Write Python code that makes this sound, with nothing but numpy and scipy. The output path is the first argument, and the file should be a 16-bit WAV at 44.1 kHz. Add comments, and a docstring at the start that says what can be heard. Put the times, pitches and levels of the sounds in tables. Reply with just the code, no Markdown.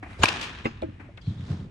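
"""A low whoosh, a bright crack with a brief hiss swelling into it, an instant slap-back and a long ring: a batter
swings in a netted cage in a hall. Then come a thud on the shoulder with a faint bat ring, a hollow knock,
shoe scuffs, rustling cloth and heavy steps, all over a steady low rumble. Solid contacts are sums of decaying
sine modes; air, shoes, cloth, rumble and the knocks' noisy bodies are coloured noise under level curves;
scrapes are noise in a gliding resonance; the hall is a convolved noise tail."""
import sys
import numpy as np
from scipy import signal
from scipy.fft import rfft, irfft
from scipy.io import wavfile
from scipy.ndimage import uniform_filter1d

SR = 44100
rng = np.random.default_rng(int(sys.argv[2]) if len(sys.argv) > 2 else 0)


def pcm_store(signal):
    """Save signal as 16-bit PCM."""
    levels = np.round(np.clip(np.atleast_2d(signal), -1, 1) * 32767)
    wavfile.write(sys.argv[1], SR, levels.astype(np.int16).T)


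N = 74970  # length [samples]
T = np.arange(N) / SR  # time [s]
HZ = np.maximum(np.fft.rfftfreq(N, 1 / SR), 1)  # bin frequencies, kept above zero for the logarithm

HIT_S, HIT_LAG_S = 0.2351, 0.00006  # bat meets ball; delay at the right side
HALL_BUILD_S = 0.014  # rise time of the hall's tail and its lingering tones


def from_db(db):
    """Turn decibels into gain."""
    return 10 ** (np.asarray(db) / 20)


def by_hz(points):
    """Read a table over frequency at every bin, interpolating along log frequency."""
    hz, value = np.transpose(points)
    return np.interp(np.log(HZ), np.log(hz), value)


def level(points):
    """Follow a level curve of (time [s], level [dB]) and return its gain."""
    return from_db(np.interp(T, *np.transpose(points)))


def pan(db):
    """Left and right gains for a left-over-right difference in dB."""
    return from_db(np.array([[db], [-db]]) / 2)


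def envelope(age, rise, t60):
    """A struck body's loudness: quick rise, then exponential decay by 60 dB in t60 seconds."""
    age = np.maximum(age, 0)
    return (1 - np.exp(-age / rise)) * np.exp(-np.log(1000) * age / t60)


def noise(colour):
    """Coloured stereo noise of rms 1, whose two sides are nearly alike in the bass."""
    # stereo likeness: (frequency [Hz], left-right correlation [-1 to 1])
    likeness = [(100, 0.99), (300, 0.94), (1000, 0.3), (3000, 0.081), (10000, 0.7)]
    mid, side = rfft(rng.standard_normal((2, N)))
    alike = by_hz(likeness)
    shared = np.sqrt(1 + alike) * mid
    opposed = np.sqrt(1 - alike) * side * [[1], [-1]]
    x = irfft(from_db(by_hz(colour)) * (shared + opposed), N)
    return x / x.std()


def grain(depth_db, size):
    """A gain that flickers at random, smoothed over size samples, with depth_db of rms swing."""
    x = uniform_filter1d(rng.standard_normal(N), size=size)
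    return from_db(depth_db * x / x.std())


def struck(start, modes, lag_s=0, pitch=1, sag=0):
    """A struck body's decaying modes; they may start sharp by the share sag and settle exponentially."""
    settle_s = 0.012  # time constant of the sag
    # a positive lag delays the right side, a negative one makes it lead
    age = np.maximum(T - start - np.array([[0], [lag_s]]), 0)
    warped_age = age + sag * settle_s * (1 - np.exp(-age / settle_s))
    turn = 2 * np.pi * pitch * warped_age
    total = 0
    for k, (hz, db, rise, t60) in enumerate(modes):
        sign = (-1) ** k  # neighbouring modes start in opposite directions
        total = total + sign * from_db(db) * envelope(age, rise, t60) * np.sin(hz * turn)
    return total


def bursts(rows, colour):
    """Rough contacts: short dying puffs of noise of one colour."""
    gain = 0
    for start, db, rise, t60, pan_db in rows:
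        gain = gain + from_db(db) * pan(pan_db) * envelope(T - start, rise, t60)
    return noise(colour) * gain


def rub(rows, width_hz, pan_db):
    """Friction noise in one resonance that glides with the sliding speed."""
    s, hz, db = np.transpose(rows)
    lowpass = signal.butter(2, width_hz / 2, fs=SR, output="sos")
    slow = signal.sosfilt(lowpass, rng.standard_normal((2, 2, N)))
    # slow noise on a gliding carrier becomes a band of noise around it
    turn = 2 * np.pi * np.cumsum(np.interp(T, s, hz)) / SR
    x = slow[0] * np.cos(turn) + slow[1] * np.sin(turn)
    sliding = (T > s[0]) * (T < s[-1])
    return pan(pan_db) * from_db(np.interp(T, s, db)) * sliding * x / x.std()


def crack():
    """Bat meets ball: a bright snap, the squashed ball's pock just after it and a short crackle."""
    # modes of the snap and of the ball: (frequency [Hz], level [dB], rise [s], t60 [s])
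    snap_modes = [(1719, -12, 0.0004, 0.0023), (2810, 6.5, .0002, 0.0032), (3550, -10, 0.00018, 0.0027),
                  (5040, -15, 0.00022, 0.0069), (6640, -9, 0.00012, 0.0035), (9000, -6.5, .0001, 0.0018),
                  (10800, -15, 0.00011, 0.0035)]
    ball_modes = [(99.3, -20.5, .0021, 0.083), (281, -1.5, 0.0014, .014), (464, -7, 0.00038, .012),
                  (680, -7, .0002, 0.013), (877, -2, .0006, .0128), (1068, -5, 0.00044, 0.022),
                  (1290, -18, .002, 0.022), (1622, -8, .0003, 0.023), (2340, -6.5, 0.0037, 0.025),
                  (2830, -19.5, 0.00054, .043)]
    # crackle: (time [s], level [dB], rise [s], t60 [s], left over right [dB])
    crackle = [(.2352, -15.5, 0.000079, 0.004, 6), (.239, -12, 0.00025, 0.036, -3)]
    # its colour: (frequency [Hz], level [dB])
    crackle_colour = [(200, -14.5), (900, 10), (3000, 0.5), (5000, -1.5), (7000, -12), (8000, -12.5),
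                      (10500, -10.5), (13000, -29.5), (16000, -34.5)]
    ball_lag_s = 0.00213
    snap = struck(HIT_S, snap_modes, HIT_LAG_S)
    pock = struck(HIT_S + ball_lag_s, ball_modes, HIT_LAG_S)
    return pan(0.5) * (snap + pock) + bursts(crackle, crackle_colour)


def whoosh_and_hiss():
    """A low whoosh of air pushed by the bat, and a brief hiss swelling into the crack."""
    # level curves: (time [s], level [dB])
    whoosh_level = [(.16, -65.5), (.195, -26), (.22, -24.5), (.24, -29), (.265, -62), (.3, -84.5)]
    hiss_level = [(.17, -88), (.218, -44.5), (.225, -28), (.23, -28), (.234, -16), (.237, -11), (.245, -88)]
    # colours: (frequency [Hz], level [dB])
    whoosh_colour = [(25, -14.5), (55, 2.5), (85, 6.5), (150, -17), (600, -22), (1200, -37.5),
                     (4000, -37.5), (9500, -51), (13000, -84.5)]
    hiss_colour = [(300, -4), (800, -6), (1400, 1.5), (1900, -7.5), (2500, -6), (4000, -7), (5500, -21.5),
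                   (7000, -7.5), (8200, -34), (14000, -44.5)]
    whoosh = level(whoosh_level) * noise(whoosh_colour)
    hiss = pan(4) * level(hiss_level) * noise(hiss_colour)
    return whoosh + hiss


def slaps():
    """Hard slaps follow the crack: echoes from the cage and walls, the first carrying the bat's bright ping,
    then the ball striking the net and frame."""
    # slaps: echoes, then the ball striking the net and frame (.411 and .426 s): (time [s], level [dB], rise
    # [s], t60 [s], left over right [dB])
    slap_rows = [(.2556, -14.5, .00073, 0.02, 4.3), (.2845, -8, 0.0037, 0.027, 4.1),
                 (.325, -25, 0.0024, 0.026, 3), (.411, -23.5, 0.0017, 0.042, 1.8),
                 (.426, -30.5, .0015, 0.18, 2.7)]
    # their colour: (frequency [Hz], level [dB])
    slap_colour = [(150, -14.5), (600, -8), (1800, -11), (2550, 3), (3400, -5), (5000, -8.5), (7500, -18),
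                   (11000, -29.5), (14000, -37)]
    # modes of the ping: (frequency [Hz], level [dB], rise [s], t60 [s])
    ping_modes = [(2360, -4, 0.0017, 0.012), (2610, -3.5, .002, .01), (4700, -24, .001, .015)]
    ping = pan(5.5) * struck(0.2558, ping_modes, HIT_LAG_S)
    return bursts(slap_rows, slap_colour) + ping


def hall(x):
    """Convolve with a grainy tail of scattered reflections that builds up, then dies band by band."""
    # bands of the ring: (centre [Hz], level [dB], t60 [s])
    bands = [(49.1, -1.5, 1.5), (150, 18, 1.6), (298.7, 16.5, 1.5), (573, 10.5, 1.1), (1080, 19.5, 1.02),
             (1420, 17, 1.27), (1800, 19, 1.28), (2033, 11.5, 1.38), (2500, 18.5, 1.14), (4560, 6.5, 1.03),
             (7500, -4, 0.91), (10400, -17, 0.79), (14000, -25, 0.45)]
    white = noise([(1, 0), (SR, 0)]) * grain(1.5, size=200)
    spectrum = rfft(white)
    tail = 0
    for k, (_, db, t60) in enumerate(bands):
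        # each band cross-fades into its neighbours along log frequency
        weight = by_hz([(row[0], j == k) for j, row in enumerate(bands)])
        # a longer decay is scaled down so that its energy stays comparable
        gain = from_db(db) * np.sqrt(2 * np.log(1000) / (t60 * SR))
        tail = tail + gain * irfft(spectrum * weight, N) * envelope(T, HALL_BUILD_S, t60)
    return signal.fftconvolve(x, tail, axes=1)[:, :N]


def hall_tones():
    """Tones that linger in the hall after the crack, all dying at one rate."""
    # lingering tones: (frequency [Hz], level [dB])
    tones = [(1005, -44), (1213, -49.5), (1700, -48), (2272, -51.5), (2405, -49), (2560, -50),
             (2906, -46.5)]
    t60_s = 1.4
    modes = [(hz, db, HALL_BUILD_S, t60_s) for hz, db in tones]
    return struck(HIT_S, modes, lag_s=0.0001)


def knocks():
    """Shoulder thud with bat ring, hollow knock with a sagging boom, soft bump, tap, and small hard contacts."""
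    # modes of each body: (frequency [Hz], level [dB], rise [s], t60 [s])
    shoulder_modes = [(228.6, -25, 0.00027, 0.16), (325, -20, 0.0058, 0.083), (426, -23, .0003, 0.071),
                      (538, -22.5, 0.00033, 0.061), (848, -29.5, .0003, 0.076), (1142, -26, .0006, 0.097),
                      (1564, -43.5, .0013, .1), (2064, 0, 0.0091, 0.014), (2520, -29.5, 0.0025, 0.059),
                      (2726, -28, .0015, 0.089), (150, -18, .001, 0.047)]
    hollow_modes = [(71, -34.5, .003, 0.26), (292, -21.5, 0.0018, 0.024), (522, -23, 0.0039, 0.067),
                    (634, -20.5, 0.0036, 0.073), (844, -27, 0.0035, 0.065), (2410, -33.5, 0.0039, 0.034)]
    boom_modes = [(283.5, -29, 0.0051, 0.17), (316.3, -24, 0.00051, 0.12)]
    bump_modes = [(105, -31.5, 0.0018, 0.051), (220, -33.5, .0017, 0.066), (298, -32.5, 0.0019, 0.078),
                  (545, -41.5, .001, 0.035)]
    tap_modes = [(333, -45, 0.00092, 0.073), (580, -42.5, 0.0026, 0.076), (674, -48, 0.0023, 0.053)]
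    # the bat's long ring: (frequency [Hz], level [dB])
    bat_ring = [(4167, -54.5), (4700, -56), (5103, -48.5), (5416, -59), (6040, -58), (6551, -58.5),
                (6837, -57)]
    # noisy contacts: (time [s], level [dB], rise [s], t60 [s], left over right [dB])
    ticks = [(.645, -33.5, .0018, 0.092, 3), (.657, -37, .001, 0.047, -6), (.831, -40, 0.00075, 0.03, 8),
             (1.264, -53, .001, .04, 12), (1.405, -45, .004, .06, 4)]
    clicks = [(.131, -45.5, .001, 0.031, 1.5), (.657, -37.5, .0005, 0.011, 0),
              (.8195, -34.5, 0.00066, 0.019, 2), (1.173, -43.5, 0.0013, 0.02, -1),
              (1.6, -50.5, .001, 0.019, 8)]
    # their colours: (frequency [Hz], level [dB])
    tick_colour = [(300, 7.5), (1500, -5.5), (2400, 5.5), (3700, -2), (5000, -27), (8000, -19.5),
                   (13000, -47)]
    click_colour = [(500, 3), (2800, 1), (3800, 6.5), (4500, -11.5), (5200, -9.5), (6200, -23),
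                    (8000, -14.5), (13000, -31)]
    hollow_s, boom_lag_s, ring_t60_s = 0.8235, 0.01, 0.2
    ring_modes = [(hz, db, 0.002, ring_t60_s) for hz, db in bat_ring]
    shoulder = struck(0.6544, shoulder_modes + ring_modes, lag_s=-0.000462)
    hollow = struck(hollow_s, hollow_modes, lag_s=-0.00046)
    boom = struck(hollow_s + boom_lag_s, boom_modes, lag_s=-0.00073, sag=0.17)
    bump = struck(0.886, bump_modes, lag_s=-0.00048)
    tap = struck(1.088, tap_modes)
    hard = bursts(ticks, tick_colour) + bursts(clicks, click_colour)
    return shoulder + hollow + boom + bump + tap + hard


def floor_steps():
    """Heavy steps set the floor's low modes booming, each at its own pitch."""
    # modes of the floor: (frequency [Hz], level [dB], rise [s], t60 [s])
    floor_modes = [(94.7, 0.5, 0.011, 0.12), (126.4, 2, 0.0024, 0.039), (190.6, -9, 0.0042, 0.15),
                   (275, -16.5, 0.0092, 0.11)]
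    # steps: (time [s], level [dB], pitch [ratio])
    steps = [(1.272, -12.5, 0.93), (1.304, -22, 1.1), (1.358, -24.5, 0.926), (1.391, -22, 0.95),
             (1.422, -24, 0.87), (1.501, -15.5, 0.98), (1.515, -21, 1.053), (1.539, -30.5, 1.12),
             (1.589, -26, 1.03)]
    return sum(from_db(db) * struck(s, floor_modes, pitch=pitch) for s, db, pitch in steps)


def shoes_and_knock_bodies():
    """Noise puffs for shoe scuffs and the noisy body of thud and knock; swelling strides, a gliding scrape."""
    # puffs: shoe scuffs, and the noisy body of the thud (.656 s) and the hollow knock (.828 s):
    # (time [s], level [dB], rise [s], t60 [s], left over right [dB])
    puffs = [(.026, -32, 0.0025, .11, 1.5), (.058, -42, 0.0035, 0.098, 2.5),
             (.656, -27.5, 0.0017, 0.1, -0.5), (.828, -41, 0.002, .1, 2), (.995, -32.5, .016, .11, 4),
             (1.032, -47, 0.021, .28, 3.5), (1.175, -40, 0.0015, 0.034, 5)]
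    # level curves: (time [s], level [dB])
    stride_level = [(.02, -85.5), (.035, -58), (.11, -44.5), (.18, -48.5), (.24, -43), (.3, -89)]
    shuffle_level = [(1.42, -59), (1.5, -37), (1.53, -32.5), (1.57, -44.5), (1.61, -39), (1.7, -44.5)]
    # colours: (frequency [Hz], level [dB])
    puff_colour = [(100, -14), (290, 13), (450, -6), (700, 3.5), (1200, -0.5), (2300, 1), (3400, -20.5),
                   (8000, -34.5), (13000, -44)]
    stride_colour = [(100, 7.5), (270, 8), (500, -6), (1000, -2), (2400, -1), (3500, -14), (7000, -24.5),
                     (10000, -27), (12500, -46)]
    shuffle_colour = [(50, -22), (110, 4), (190, 6), (300, -7), (450, -14), (900, -24.5), (2000, -42.5),
                      (8000, -78)]
    # sole scrape: (time [s], resonance [Hz], level [dB])
    sole_scrape = [(1.169, 3384, -76), (1.176, 2893, -46.5), (1.181, 1990, -47), (1.188, 1300, -51.5),
                   (1.205, 1110, -65)]
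    stride = level(stride_level) * noise(stride_colour)
    shuffle = level(shuffle_level) * noise(shuffle_colour)
    scrape = rub(sole_scrape, width_hz=1800, pan_db=5)
    return bursts(puffs, puff_colour) + stride + shuffle + scrape


def clothes():
    """Cloth rubs on cloth: sleeves brush and zip in a gliding resonance, and a grainy rustle flickers."""
    # sleeve rubs: (time [s], level [dB], rise [s], t60 [s], left over right [dB])
    sleeve_rubs = [(1.212, -56.5, .002, 0.34, 0.0), (1.258, -57, 0.009, 0.38, 0.0)]
    # sleeve zip: (time [s], resonance [Hz], level [dB])
    sleeve_zip = [(1.208, 4900, -78), (1.217, 4700, -64), (1.235, 3945, -67.5), (1.27, 4190, -58.5),
                  (1.315, 3650, -61.5), (1.345, 3500, -73), (1.39, 3550, -60), (1.45, 3530, -74)]
    # rustle: (time [s], level [dB])
    rustle_level = [(1.19, -79), (1.24, -62.5), (1.3, -51.5), (1.35, -54.5), (1.45, -50.5), (1.515, -43.5),
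                    (1.56, -50), (1.61, -52), (1.7, -69)]
    # colours: (frequency [Hz], level [dB])
    sleeve_colour = [(500, -30), (2900, -10), (3300, 7), (3700, -10), (5500, -11.5), (8000, -22),
                     (12000, -40.5)]
    rustle_colour = [(40, -16), (150, 11.5), (300, 10), (600, 1.5), (1200, 1), (2700, -7.5), (3500, -4),
                     (4800, -9.5), (7000, -17.5), (10000, -28.5), (12500, -55.5)]
    sleeves = bursts(sleeve_rubs, sleeve_colour) + rub(sleeve_zip, width_hz=480, pan_db=6)
    rustle = level(rustle_level) * noise(rustle_colour) * grain(1.5, size=260)
    return sleeves + rustle


def air():
    """The hall's steady low rumble, as noise weighted towards the bass."""
    # colour of the rumble: (frequency [Hz], level [dB])
    air_colour = [(20, -14.5), (40, -2.5), (60, -4.5), (95, 1.5), (140, -10.5), (300, -21.5), (550, -32.5),
                  (1200, -36), (2500, -35.5), (4500, -50), (9500, -59), (12500, -88.5)]
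    return from_db(-44.5) * noise(air_colour)


def scene():
    """The crack reaches the hall as one sharp impulse; the nearby small sounds stay drier."""
    near_to_hall_db = -38  # how much the nearby sounds excite the hall
    near = knocks() + floor_steps() + shoes_and_knock_bodies() + clothes()
    impulse = pan(1.5) * (np.arange(N) == int(HIT_S * SR))
    room = hall(impulse + from_db(near_to_hall_db) * near) + hall_tones() + slaps()
    return crack() + whoosh_and_hiss() + near + room + air()


def record(dry):
    """The microphone loses the deepest bass and the top, and the loudest peaks are rounded."""
    low_hz, high_hz, cutoff_hz = 45, 11800, 16400
    ceiling = 0.82  # the level that rounded peaks approach [full scale]
    x = signal.sosfilt(signal.butter(2, low_hz, "high", fs=SR, output="sos"), dry)
    x = ceiling * np.tanh(x / ceiling)
    x = signal.sosfilt(signal.butter(4, high_hz, fs=SR, output="sos"), x)
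    # a steep final cut, 70 dB down from the cutoff upwards
    return signal.sosfilt(signal.cheby2(14, 70, cutoff_hz, fs=SR, output="sos"), x)


dry = scene()
out = record(dry)
pcm_store(out)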